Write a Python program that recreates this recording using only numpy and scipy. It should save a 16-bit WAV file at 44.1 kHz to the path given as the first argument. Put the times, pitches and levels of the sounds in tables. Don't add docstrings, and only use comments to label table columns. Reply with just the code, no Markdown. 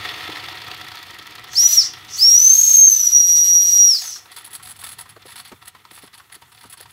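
import sys
import numpy as np
from scipy import signal
from scipy.fft import rfft, irfft
from scipy.io import wavfile
from scipy.ndimage import uniform_filter1d, minimum_filter1d

SR = 44100
rng = np.random.default_rng(int(sys.argv[2]) if len(sys.argv) > 2 else 0)


def dump_mix(stems):
    frames = np.atleast_2d(stems).T
    limited = np.clip(frames, -1, 1)
    pcm = np.round(limited * 32767).astype(np.int16)
    wavfile.write(sys.argv[1], SR, pcm)


N = 305172
TIME_S = np.arange(N) / SR


def amp(db):
    return 10 ** (np.asarray(db) / 20)


def evened(x):
    return x / np.sqrt(np.mean(x ** 2) + 1e-20)


def follow(table, at=TIME_S):
    return np.interp(at, *np.transpose(table))


def join_blows(blows, rest_db):
    rows = []
    for blow in blows:
        first, last = blow[0], blow[-1]
        rows += [(first[0] - .01, rest_db, *first[2:]), *blow, (last[0] + .01, rest_db, *last[2:])]
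    times, *columns = np.transpose(rows)
    return [np.interp(TIME_S, times, column) for column in columns]


def add(mix, start_s, sound):
    part = mix[round(start_s * SR):][:len(sound)]
    part += sound[:len(part)]


def wander(rate_hz, n=N):
    pole = np.exp(-2 * np.pi * rate_hz / SR)
    return evened(signal.lfilter([1], np.convolve([1, -pole], [1, -pole]), rng.standard_normal(n)))


def coloured(x, colour):
    points_hz, gain_db = np.transpose(colour)
    hz = np.fft.rfftfreq(len(x), 1 / SR)
    gain = amp(np.interp(np.log(hz + 1), np.log(points_hz + 1), gain_db))
    return irfft(rfft(x) * gain, len(x))


def noise(colour):
    return evened(coloured(rng.standard_normal(N), colour))


def resonate(x, hz, width_hz):
    spin = np.exp(2j * np.pi * np.cumsum(hz * np.ones(len(x))) / SR)
    pole = np.exp(-np.pi * width_hz / SR)
    return 2 * (spin * signal.lfilter([1 - pole], [1, -pole], x / spin)).real


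# pitch_hz, gain_db
BACKGROUND_COLOUR = [(110, -38), (180, -13.5), (409, -2.5), (715, -32.5), (830, -4.5), (1320, -2.5),
                     (4280, -24.5), (5990, -13), (10300, -9), (15500, -11.5)]
# time_s, level_db
RUMBLE_LEVELS = [(0, -48), (1.3, -54.5), (2.1, -52.5), (2.8, -66.5), (4.2, -63.5), (4.8, -54), (6.1, -62),
                 (6.92, -59.5)]
# pitch_hz, gain_db
RUMBLE_COLOUR = [(13, -41), (22, -18.5), (27, -16.5), (32, -23), (97, 4), (140, -2), (182, -9.5), (250, -9),
                 (320, -39), (550, -120)]
def background():
    hiss = noise(BACKGROUND_COLOUR) * amp(-58 + 2 * wander(5.9))
    rumble = noise(RUMBLE_COLOUR) * amp(follow(RUMBLE_LEVELS) + 1.1 * wander(3.5))
    return hiss + rumble


# time_s, turns_per_s
WHEEL_SPEED = [(0, 24.82), (.5, 16.757), (1, 13.273), (1.5, 10.884), (2.1, 8.462), (3, 6.233), (4, 4.75),
               (5, 4.258), (6.92, 4.637)]
def flywheel():
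    speed = follow(WHEEL_SPEED)
    return speed, .706 + np.cumsum(speed) / SR


# time_s, level_db
WHIRR_LEVELS = [(0, -31), (.4, -36), (1.2, -43.5), (2.2, -44), (3, -54), (4.2, -53), (6.92, -59)]
# pitch_hz, gain_db
WHIRR_COLOUR = [(180, -45), (300, 4), (652, -17), (708, -11), (1300, -2), (1510, -9.5), (1910, -2.5),
                (3400, -4.5), (6790, -23), (15500, -24)]
def whirr():
    _, turns = flywheel()
    throb_db = 1.9 * np.cos(4 * np.pi * turns) + 1.94 * wander(45)
    return noise(WHIRR_COLOUR) * amp(follow(WHIRR_LEVELS) + throb_db)


CRAWL, TROT, FULL = 4.5, 11.5, 19
SCATTER_DB, KNOCK_S = 1.5, .0077
def each_turn(table):
    speed, turns = flywheel()
    hits = []
    for place, *levels in table:
        at = np.flatnonzero(np.diff(np.floor(turns - place)))
        level_db = np.interp(speed[at], [CRAWL, TROT, FULL], levels)
        hits += zip(at / SR, level_db + SCATTER_DB * rng.standard_normal(len(at)))
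    return hits


def contacts(hits, length_s):
    power = np.zeros(N)
    age = np.arange(SR // 8) / SR / length_s
    shape = (1 - np.exp(-age / .32)) * np.exp(-age ** 1.5)
    for start_s, db in hits:
        add(power, start_s, (amp(db) * shape) ** 2)
    return power


# place_turns, crawl_db, trot_db, full_db
CRANK_KNOCKS = [(.01, -28, -18, -26), (.31, -35, -26, -26), (.48, -39.5, -28, -47), (.75, -31.5, -31, -19)]
def crank():
    return contacts(each_turn(CRANK_KNOCKS), KNOCK_S)


# place_turns, crawl_db, trot_db, full_db
EXHAUST_PUFFS = [(.3, -37, -54, -60), (.75, -43, -58, -64)]
def exhaust():
    out, t = np.zeros(N), np.arange(SR // 12) / SR
    shape = amp(-60 * t / .046) * (1 - np.exp(-t / .0025))
    for start_s, db in each_turn(EXHAUST_PUFFS):
        hz = 914 * (1 + .29 * rng.random() ** 2)
        ring = np.sin(2 * np.pi * hz * t * (1 + 1.2 * t))
        breath = evened(resonate(rng.standard_normal(len(t)), hz * 1.31, width_hz=500))
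        add(out, start_s, amp(db) * shape * (ring + 1.2 * breath))
    return out


# place_turns, crawl_db, trot_db, full_db
VALVE_TICKS = [(0, -46, -30, -41), (.47, -52, -37, -43)]
def slide_valve():
    out, t = np.zeros(N), np.arange(SR // 50) / SR
    shape = amp(-60 * t / .018) * (1 - np.exp(-t / .00038))
    for start_s, db in each_turn(VALVE_TICKS):
        add(out, start_s, amp(db) * shape * rng.standard_normal(len(t)))
    return coloured(out, [(2000, -4.5), (6000, 5), (9000, -3.5), (13000, 0), (16000, -2)])


# time_s, level_db
PULLEY_LEVELS = [(0, -27), (.4, -13.5), (1.5, -25), (2.3, -22.5)]
def pulley(first_s=.02, first_gap_s=.034027, growth=1.022):
    times = first_s + first_gap_s * (growth ** np.arange(43) - 1) / (growth - 1)
    level_db = follow(PULLEY_LEVELS, times) + SCATTER_DB * rng.standard_normal(len(times))
    return contacts(zip(times, level_db), KNOCK_S)


# start_s, level_db, pitch_hz
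TABLE_BUMPS = [(0.29, -26, 253), (1.19, -41, 357), (2.423, -34, 235), (2.495, -36.5, 250),
               (2.701, -34, 387), (5.164, -37, 440), (5.251, -35.5, 440), (5.516, -25.5, 335),
               (5.911, -41.5, 280), (6.034, -34.5, 240), (6.358, -42, 354), (6.649, -39, 257),
               (6.803, -40.5, 500)]
def bumps(fade_s=.06):
    out, t = np.zeros(N), np.arange(SR // 5) / SR
    shape = amp(-60 * t / fade_s) * (1 - np.exp(-t / .003))
    for start_s, db, hz in TABLE_BUMPS:
        thud = evened(resonate(rng.standard_normal(len(t)), hz, width_hz=150))
        add(out, start_s, amp(db) * shape * thud)
    return out


# time_s, hiss_db, edge_db, edge_hz
JET_BLOWS = [
    [(1.48, -64, -70, 5500), (1.52, -52, -41, 5940), (1.56, -39, -32.5, 6160), (1.745, -29, -32, 5900),
     (1.81, -39, -25, 5280), (1.86, -45, -25, 5570), (1.92, -65, -50, 5490)],
    [(2.09, -56, -49.5, 5800), (2.11, -47.5, -39.5, 5550), (2.15, -46, -29, 5760), (2.19, -35.5, -38, 6460),
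     (2.29, -35.5, -38, 6040), (2.65, -35, -23.5, 6600), (2.84, -37, -29, 6430), (3.11, -38.5, -39.5, 5600),
     (3.87, -37.5, -35, 5550), (4.07, -40, -41, 6130), (4.14, -44.5, -33, 5440), (4.19, -46, -66, 5600),
     (4.24, -93, -91, 5360)],
]
# pitch_hz, gain_db
JET_COLOUR = [(1000, -27), (2500, -16), (3500, -9.5), (3900, -8.5), (4350, -2), (4800, -10), (5300, 0),
              (7000, -3.5), (7400, -11.5), (7900, -1), (8500, -14.5), (10000, -9.5), (12000, -4.5),
              (15500, -5)]
def steam_jet(rest_db=-80):
    hiss_db, edge_db, edge_hz = join_blows(JET_BLOWS, rest_db)
    hiss = noise(JET_COLOUR)
    treble = signal.sosfiltfilt(signal.butter(2, 10500, "high", fs=SR, output="sos"), hiss)
    hiss -= treble * (1 - amp(1.3 * np.minimum(hiss_db + 35, 0)))
    hiss *= amp(hiss_db + 9 + 1.7 * wander(26))
    edge = evened(resonate(resonate(rng.standard_normal(N), edge_hz, 1600), edge_hz, 800))
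    return hiss + edge * amp(edge_db) * (hiss_db > rest_db)


# time_s, pitch_hz, flutter_0_to_1
WHISTLE_NOTES = [
    [(1.55, 4050, .2), (1.576, 5300, .2), (1.6, 5660, .2), (1.625, 5860, .25), (1.7, 5840, .5),
     (1.765, 5830, .4), (1.803, 5300, .25), (1.817, 4700, .25), (1.838, 3600, .25)],
    [(2.175, 4270, .15), (2.225, 5190, .15), (2.25, 5500, .15), (2.35, 5750, .3), (2.45, 6160, .55),
     (2.55, 6410, .5), (2.6, 6455, .75), (2.7, 6420, .55), (2.87, 6390, .4), (3, 5920, .45),
     (3.05, 5800, .45), (3.12, 5800, .45), (3.2, 5771, .15), (3.23, 5743, .14), (3.3, 5773, .12),
     (3.5, 5755, .1), (3.7, 5765, .2), (3.86, 5760, .12), (3.89, 5637, .2), (3.92, 5383, .3),
     (3.95, 4888, .4), (4.0, 3700, .4)],
]
# time_s, level_db
WHISTLE_LEVELS = [
    [(1.55, -27), (1.588, -7), (1.62, -13), (1.66, -6), (1.69, -26), (1.76, -21), (1.785, -1.5),
     (1.815, -19.5), (1.838, -29)],
    [(2.175, -35), (2.225, -8), (2.33, -8), (2.55, -8), (2.66, -16.5), (2.73, -8.5), (2.86, -4),
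     (2.96, -12), (3.12, -16.5), (3.15, -7.5), (3.35, -13.5), (3.58, -9), (3.7, -13.5), (3.78, -7.5),
     (3.87, -7.5), (3.93, -14), (3.975, -21.5), (4.0, -55)],
]
# pitch_hz, level_db
OCTAVE_LEVELS = [(4200, -50), (5200, -42.5), (5600, -33), (5800, -32.5), (6450, -27.5)]
# pitch_hz, level_db
TO_ROOM_LEVELS = [(3600, -50), (4800, -28), (5400, -21), (5760, -26), (5850, -19), (6450, -22)]
def whistle():
    direct, to_room = np.zeros((2, N))
    for note, levels in zip(WHISTLE_NOTES, WHISTLE_LEVELS):
        times, *columns = np.transpose(note)
        t = np.arange(times[0], times[-1], 1 / SR)
        n = len(t)
        hz, flutter = (np.interp(t, times, column) for column in columns)
        waver_hz = 7 * wander(6, n) + 25 * flutter * wander(45, n) + 5 * wander(180, n)
        phase = 2 * np.pi * np.cumsum(hz + waver_hz) / SR
        strength = np.sqrt(1 - flutter ** 2) + flutter * wander(65, n)
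        octave = amp(follow(OCTAVE_LEVELS, hz) + 2.6 * wander(30, n)) * np.sin(2 * phase)
        tone = amp(follow(levels, t)) * strength * np.sin(phase) + octave
        add(direct, times[0], np.sqrt(2) * tone * signal.windows.tukey(n, 600 / n))
        add(to_room, times[0], amp(follow(TO_ROOM_LEVELS, hz)) * np.sin(phase))
    return direct, to_room


# time_s, level_db, pitch_hz
STEAM_WISPS = [
    [(2.11, -52, 5400), (2.15, -42, 6000), (2.185, -40, 6800)],
    [(3.99, -42, 6800), (4.05, -34, 6500), (4.11, -33, 6000), (4.16, -39, 5600), (4.2, -50, 5300)],
]
def wisps():
    level_db, hz = join_blows(STEAM_WISPS, rest_db=-85.5)
    breath = evened(resonate(resonate(rng.standard_normal(N), hz, 300), hz, 300))
    return breath * amp(level_db)


# start_s, length_s, level_db, change_per_touch_db, treble_offset_db
ROD_RATTLES = [(4.013, .09, -23, -1, -6.5), (4.315, .045, -29, -6, -3.5), (4.361, .06, -19.5, -6, -6),
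               (4.442, .03, -28, -1, -1), (4.506, .05, -30.5, 4.5, -0.5), (4.625, .09, -27, 0.5, -2),
               (4.758, .01, -30, 0, -8), (4.788, .03, -27, 0, -2.5), (4.836, .09, -19.5, -2.5, -3),
               (4.984, .03, -24, -2, -2), (5.09, .01, -28.5, 0, -5), (5.195, .03, -39, -5.5, -14),
               (5.256, .07, -28, 0, -6.5), (5.356, .05, -23, 0, -7.5), (5.447, .04, -24, -4, -10),
               (5.616, .04, -34, 1, -7.5), (5.671, .01, -26.5, 0, -3), (5.908, .09, -35, 1, -3.5),
               (6.018, .05, -30.5, -2.5, -7), (6.139, .01, -29.5, 0, -8.5), (6.175, .02, -30.5, -12, -3.5),
               (6.319, .035, -29.5, 2, -4.5), (6.413, .01, -35, 2, -9), (6.516, .16, -36, 1, -7.5),
               (6.697, .04, -29.5, 3.5, -3), (6.771, .01, -30, 0, -8), (6.801, .04, -24.5, -5.5, -9.5),
               (6.86, .05, -51.5, 7, -3.5)]
def loose_rods(gap_s=.021, touch_s=.015, scatter_db=.5):
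    dull, bright = [], []
    for start_s, length_s, db, change_db, treble_db in ROD_RATTLES:
        gaps = gap_s * np.exp(.23 * rng.standard_normal(12))
        delays = np.cumsum(gaps) - gaps[0]
        for count, at in enumerate(start_s + delays[delays < length_s]):
            touch_db = db + count * change_db
            dull.append((at, rng.normal(touch_db, scatter_db)))
            bright.append((at, rng.normal(touch_db + treble_db, scatter_db)))
    return contacts(dull, touch_s), contacts(bright, touch_s)


def ring_metal(x, rings, dry_db, dry_above_hz, flicker_db):
    out = amp(dry_db) * signal.sosfilt(signal.butter(2, dry_above_hz, "high", fs=SR, output="sos"), x)
    for hz, base_width_hz, db in rings:
        width_hz = base_width_hz + hz / 200 + 20
        out += resonate(x * amp(db + flicker_db * wander(25)), hz, width_hz)
    return out


# pitch_hz, base_width_hz, gain_db
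FRAME_RINGS = [(737.4, 26, -1.5), (958, 10, -10), (1327, 16, -6), (1897, 190, -10.5), (2720, 41, -25.5),
               (3504, 110, -9), (4350, 700, -15), (5350, 230, -13.5), (6300, 45, -7.5), (6880, 82, -15.5)]
# pitch_hz, base_width_hz, gain_db
ROD_RINGS = [(8255, 33, -0.5), (8670, 89, -21), (10130, 118, 1), (10460, 330, -5.5), (10950, 99, -2),
             (14100, 1450, -12)]
def engine_body():
    dull_power, bright_power = loose_rods()
    grit = rng.standard_normal(N) * amp(3 * wander(250))
    scuffs = grit * np.sqrt(crank() + pulley() + dull_power)
    scuffs = coloured(scuffs, [(500, -24.5), (900, -2), (4600, -2), (6500, -20.5), (16000, -23.5)])
    spits = rng.standard_normal(N) * amp(4 * wander(400))
    spits *= np.sqrt(abs(uniform_filter1d(bright_power, size=60)))
    shaking = amp(8) * whirr() + amp(4) * scuffs
    frame = ring_metal(shaking, FRAME_RINGS, dry_db=-11, dry_above_hz=440, flicker_db=3.4)
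    rods = ring_metal(spits, ROD_RINGS, dry_db=-36, dry_above_hz=6100, flicker_db=1.5)
    return frame + amp(5.5) * rods


def room(x, fade_s=.29):
    echoes = np.zeros(SR // 2)
    at = np.arange(400, len(echoes) - 20, 20)
    at += rng.integers(0, 20, len(at))
    echoes[at] = rng.choice([-1., 1.], len(at)) * amp(-60 * at / SR / fade_s)
    echoed = signal.fftconvolve(x, echoes / np.linalg.norm(echoes))[:N]
    return coloured(echoed, [(100, 11.5), (6500, 5), (9000, -2.5), (16000, -11)])


def scene():
    tone, tone_to_room = whistle()
    hiss = steam_jet() + wisps()
    engine = engine_body() + slide_valve() + exhaust()
    steam = tone + hiss + room(tone_to_room + amp(-14.5) * hiss)
    return (steam + engine + amp(-17) * room(engine) + bumps() + background())[None]


def loudness_db(x, samples):
    return 10 * np.log10(abs(uniform_filter1d(x ** 2, samples)) + 1e-12)


def record(dry):
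    cut_db = .49 * uniform_filter1d(np.maximum(loudness_db(dry[0], 8000) + 17.5, 0), 8000)
    low_mids = signal.sosfiltfilt(signal.butter(2, [170, 1300], "band", fs=SR, output="sos"), dry)
    thinned = dry - low_mids * (1 - amp(-cut_db))
    hushed = thinned * amp(.6 * np.clip(loudness_db(dry[0], 900) + 47.5, -12, 0))
    peak = uniform_filter1d(-minimum_filter1d(-abs(hushed), size=101), size=101)
    rounded = hushed / (1 + (peak / .9) ** 6) ** (1 / 6)
    bass_cut = signal.butter(2, 45, "high", fs=SR, output="sos")
    treble_cut = signal.firwin(511, 15750, window=("kaiser", 9), fs=SR)
    return signal.oaconvolve(signal.sosfilt(bass_cut, rounded), treble_cut[None], "same")


dry = scene()
out = record(dry)
dump_mix(out)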